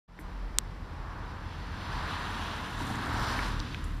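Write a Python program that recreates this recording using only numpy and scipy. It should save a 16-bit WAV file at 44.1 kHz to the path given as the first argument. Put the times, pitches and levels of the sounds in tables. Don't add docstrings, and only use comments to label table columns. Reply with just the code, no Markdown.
import sys
import numpy as np
from scipy import signal
from scipy.fft import rfft, irfft
from scipy.io import wavfile
from scipy.ndimage import uniform_filter1d

SR = 44100
rng = np.random.default_rng(int(sys.argv[2]) if len(sys.argv) > 2 else 0)


def unload_wav(signal):
    wavfile.write(
        sys.argv[1],
        SR,
        np.round(np.clip(np.atleast_2d(signal).T, -1, 1) * 32767).astype(np.int16),
    )


N = 176400
T = np.arange(N) / SR
BINS = np.fft.rfftfreq(N, 1 / SR)
NEAREST_S = 2.55

# f/Hz, relative level/dB
HISS_SPECTRUM = [(1700, -10.5), (2700, -1.5), (3700, -2.5), (4500, -6), (5500, -11.5), (6500, -18.5),
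                 (7800, -26), (10500, -27), (14400, -36.5)]


def from_db(db):
    return 10 ** (np.asarray(db) / 20)


def rms_one(x):
    return x / np.sqrt(np.mean(x ** 2) + 1e-20)


def in_time(rows):
    times, *columns = np.transpose(rows)
    return [np.interp(T, times, column) for column in columns]


def coloured(spectrum, source=None):
    hz, db = np.transpose(spectrum)
    octave, points = np.log2(BINS + 1), np.log2(hz)
    octaves_outside = np.abs(octave - np.clip(octave, points[0], points[-1]))
    gain = from_db(np.interp(octave, points, db) - 48 * octaves_outside)
    source = rng.standard_normal(N) if source is None else source
    return rms_one(irfft(rfft(source) * gain, N))


def drift(rate_hz):
    return rms_one(irfft(rfft(rng.standard_normal(N)) / (1 + (BINS / rate_hz) ** 2), N))


def evened(x, size):
    return x / np.sqrt(uniform_filter1d(x ** 2, size) + 1e-9)


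def ping(s, hz, t60, phase=0):
    age = T - round(s * SR) / SR
    envelope = np.exp(-np.log(1000) * np.minimum(np.abs(age) / t60, 10))
    return (age >= 0) * np.sin(2 * np.pi * hz * age + phase) * envelope


def decay(s, t60):
    return ping(s, 0, t60, phase=np.pi / 2)


def resonate(x, hz, width_hz):
    return signal.lfilter(*signal.iirpeak(hz, hz / width_hz, fs=SR), x)


def crack(spectrum):
    hz, db = np.transpose(spectrum)
    size = 4096
    gain = from_db(np.interp(np.fft.rfftfreq(size, 1 / SR), hz, db))
    cepstrum = irfft(np.log(gain))
    cepstrum[1:size // 2] *= 2
    cepstrum[size // 2 + 1:] = 0
    pulse = irfft(np.exp(rfft(cepstrum)))
    return pulse / np.abs(pulse).max()


def distant_road():
    # f/Hz, relative level/dB
    rush_spectrum = [(330, 1.5), (750, -2), (1000, -2.5), (1300, -18), (1800, -4.5), (2800, -12),
                     (5300, -16.5), (6500, -26), (10000, -31.5), (14400, -34.5)]
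    giving_way = 1 - 0.55 * np.clip(T - NEAREST_S, 0, 1)
    return from_db(-54) * coloured(rush_spectrum) * giving_way


def road_rumble():
    # t/s, drone level/dB, boom level/dB, rumble level/dB
    band_levels = [(0.16, -55.5, -54, -47), (0.3, -52.5, -51.5, -40), (0.8, -51.5, -45.5, -42.5),
                   (1.55, -50.5, -42.5, -47.5), (2.0, -45.5, -41, -41), (2.55, -46.5, -44.5, -58),
                   (3.25, -46, -39.5, -43.5), (3.5, -42.5, -44, -32.5), (3.7, -44.5, -42.5, -42),
                   (4.0, -47.5, -48, -44)]
    # f/Hz, relative level/dB
    drone_spectrum = [(100, -19), (140, -2.5), (240, -5), (300, -4.5), (380, -16.5), (500, -18.5)]
    boom_spectrum = [(52, -12), (72, 2.5), (97, 0), (145, -14)]
    rumble_spectrum = [(18, -10), (28, -15), (36, 3.5), (48, 5), (60, -31), (75, -11.5)]
    drone_db, boom_db, rumble_db = in_time(band_levels)
    drone = from_db(drone_db) * evened(coloured(drone_spectrum), size=6000)
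    boom = from_db(boom_db) * evened(coloured(boom_spectrum), size=7000)
    rumble = from_db(rumble_db) * evened(coloured(rumble_spectrum), size=7000)
    return drone + boom + rumble


def knock():
    return from_db(-37) * ping(0.192, hz=300, t60=0.08)


def crackle(spectrum):
    clicks_per_s, spread_db = 3500, 2
    clicks = (rng.random(N) < clicks_per_s / SR) * rng.choice([-1, 1], N)
    clicks = clicks * from_db(spread_db * np.minimum(rng.exponential(1, N), 5) + drift(30))
    pitches = np.linspace(spectrum[0][0], spectrum[-1][0], 28)
    pitch_index = rng.integers(0, len(pitches), N)
    rings = sum(resonate(clicks * (pitch_index == k) + 1e-18, hz, width_hz=510)
                for k, hz in enumerate(pitches))
    return coloured(spectrum, rings)


def grass_steps():
    # middle t/s, half length/s, thud level/dB, rustle level/dB
    steps = [(2.424, 0.39, -52.5, -60.5), (2.84, 0.072, -68, -58.5), (2.998, 0.13, -43, -61.5),
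             (3.246, 0.11, -47, -56.5), (3.44, 0.083, -53, -58.5), (3.877, 0.28, -60.5, -65.5)]
    # f/Hz, relative level/dB
    thud_spectrum = [(120, -39), (195, 4.5), (270, 2), (430, -11.5)]
    rustle_spectrum = [(3000, -4), (6000, -3), (10500, -6), (14400, -13)]
    # t/s, level/dB, time to fall 60 dB/s, centre f/Hz
    brushes = [(0.194, -53, 0.11, 12300), (3.841, -49.5, 0.055, 10300)]
    thud = evened(coloured(thud_spectrum), size=3000)
    rustle = crackle(rustle_spectrum)
    out = np.zeros(N)
    for s, half_length, thud_db, rustle_db in steps:
        swell = np.exp(-0.5 * ((T - s) / half_length) ** 2)
        out += swell * (from_db(thud_db) * thud + from_db(rustle_db) * rustle)
    for s, db, t60, hz in brushes:
        blades = rms_one(resonate(rustle, hz, width_hz=4500))
        out += from_db(db) * decay(s, t60) * blades
    return out


def swish():
    # t/s, level/dB
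    swish_levels = [(3.03, -64), (3.16, -46), (3.3, -43), (3.41, -50), (3.49, -60), (3.53, -91)]
    # f/Hz, relative level/dB
    swish_spectrum = [(600, -23), (750, 20.5), (1100, -3), (1700, -8), (2400, 7.5), (3500, 10), (5500, 7),
                      (6600, -6), (9000, -13), (14400, -16)]
    level_db, = in_time(swish_levels)
    sweeping = (T > swish_levels[0][0]) & (T < swish_levels[-1][0])
    return sweeping * from_db(level_db + drift(30)) * coloured(swish_spectrum)


def footfalls():
    # t/s, level/dB
    landings = [(3.142, -25.5), (3.216, -27)]
    return sum(from_db(db) * ping(s, hz=93, t60=0.085) for s, db in landings)


def stalk_ticks():
    # t/s, peak level of the ring/dB, lowest f/Hz, highest f/Hz
    breaks = [(0.1902, -30.5, 1080, 2190), (2.956, -36.5, 2500, 9000), (3.391, -24, 1600, 2370),
              (3.595, -35, 3500, 5760), (3.6015, -24.5, 3500, 5530), (3.7458, -23, 1410, 2900)]
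    out = np.zeros(N)
    for s, db, low_hz, high_hz in breaks:
        click = signal.unit_impulse(N, round(s * SR))
        fibres = 0.24 * rng.standard_normal(N) * decay(s, t60=0.01)
        band = signal.butter(2, [low_hz, high_hz], "band", fs=SR, output="sos")
        ring = signal.sosfilt(band, click + fibres + 1e-18)
        out += from_db(db) * (ring / np.abs(ring).max() + from_db(-11) * click)
    return out


def snap():
    # f/Hz, relative level/dB
    ring_spectrum = [(550, -30), (1100, -7), (2700, -8), (3600, -1), (4200, -2), (4750, -10), (5200, -5.5),
                     (8100, 3), (9400, -5), (10800, -21.5), (13400, -10), (14400, -18.5)]
    snap_s = 0.5858
    click = np.pad(crack(ring_spectrum), (round(snap_s * SR), N))[:N]
    splinters = coloured(HISS_SPECTRUM) * decay(snap_s, t60=0.02)
    return from_db(-1.5) * click + from_db(-36) * splinters


def thumps():
    # t/s, level/dB, slap f/Hz, thud f/Hz
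    hits = [(2.805, -28.5, 960, 280), (2.902, -29, 783, 244)]
    return sum(from_db(db) * (ping(s, slap_hz, t60=0.052) + ping(s + 0.009, thud_hz, t60=0.091))
               for s, db, slap_hz, thud_hz in hits)


def engine():
    # multiple of the firing rate, level coming/dB, level going/dB
    tones = [(1, -49, -45), (2, -60, -45), (3, -60, -46), (4, -60.5, -56)]
    coming_hz, going_hz, swing_s = 44.55, 38, 0.615
    pitch_wobble, flutter_db = 0.0073, 4
    gone = (1 + np.tanh((T - NEAREST_S) / swing_s)) / 2
    firing_hz = (coming_hz + (going_hz - coming_hz) * gone) * (1 + pitch_wobble * drift(3.27))
    phase = 2 * np.pi * np.cumsum(firing_hz) / SR
    out = np.zeros(N)
    for multiple, coming_db, going_db in tones:
        tone = np.sqrt(2) * np.sin(multiple * phase + rng.uniform(0, 2 * np.pi))
        out += tone * from_db(coming_db + (going_db - coming_db) * gone + flutter_db * drift(2.8))
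    return out


def tyres():
    # t/s, roar level/dB, hiss level/dB
    pass_levels = [(0.8, -51.5, -70.5), (1.1, -47.5, -63), (1.6, -46, -56), (1.8, -44.5, -51),
                   (1.97, -40.5, -47.5), (2.35, -38.5, -45.5), (2.65, -38.5, -47.5), (2.92, -40.5, -48),
                   (3.18, -36, -48), (3.44, -38, -42.5), (3.51, -41.5, -46.5), (3.76, -44, -51),
                   (4.0, -48, -58.5)]
    # f/Hz, relative level/dB
    roar_spectrum = [(380, -10), (570, -9), (720, -5.5), (950, 2), (1300, -1.5), (1700, -2.5),
                     (2600, -18.5)]
    roar_db, hiss_db = in_time(pass_levels)
    roar = evened(coloured(roar_spectrum), size=2000) * from_db(roar_db + 1.5 * drift(1.3))
    hiss = coloured(HISS_SPECTRUM) * from_db(hiss_db + drift(13))
    treble_hz, bright_by_s = 1500, 1.74
    near = np.clip(T - bright_by_s + 1, 0, 1) ** 2
    treble = signal.sosfiltfilt(signal.butter(4, treble_hz, "high", fs=SR, output="sos"), roar)
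    roar = roar - 0.5 * (1 - near) * treble
    middle_hz, hollow_from_s, deepen_s = (700, 960), 3.26, 0.6
    middle = signal.sosfilt(signal.butter(1, middle_hz, "band", fs=SR, output="sos"), roar)
    leaving = np.clip((T - hollow_from_s) / deepen_s, 0, 1)
    roar = roar - 0.52 * leaving * middle
    longest_lag_s, span_s = 0.00032, 0.57
    position = (T - NEAREST_S) / span_s
    lag_s = longest_lag_s / np.hypot(1, position)
    bounce = 0.18 * np.exp(-(position / 2) ** 2) * np.interp(T - lag_s, T, hiss)
    return roar + hiss + bounce


def scene():
    # f/Hz, relative level/dB
    side_spectrum = [(4000, -27.5), (4900, -10), (6500, 8.5), (14000, 0)]
    rushing = tyres() + distant_road() + grass_steps() + swish()
    mono = rushing + road_rumble() + engine() + thumps() + footfalls() + snap() + knock() + stalk_ticks()
    treble = signal.sosfilt(signal.butter(6, 4800, "high", fs=SR, output="sos"), rushing)
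    treble_level = np.sqrt(np.abs(uniform_filter1d(treble ** 2, size=2000)))
    side = 0.33 * treble_level * coloured(side_spectrum)
    return np.array([mono + side, mono - side])


def record(dry):
    start_s, fade_s, fade_from_db, cutoff_hz = 0.078, 0.17, -11.5, 14400
    opening = np.clip((T - start_s) / 0.012, 0, 1)
    fade = from_db(fade_from_db * np.clip(1 - (T - start_s) / fade_s, 0, 1))
    treble_cut = signal.ellip(12, 0.1, 80, cutoff_hz, fs=SR, output="sos")
    return signal.sosfilt(treble_cut, dry * opening * fade)


dry = scene()
out = record(dry)
unload_wav(out)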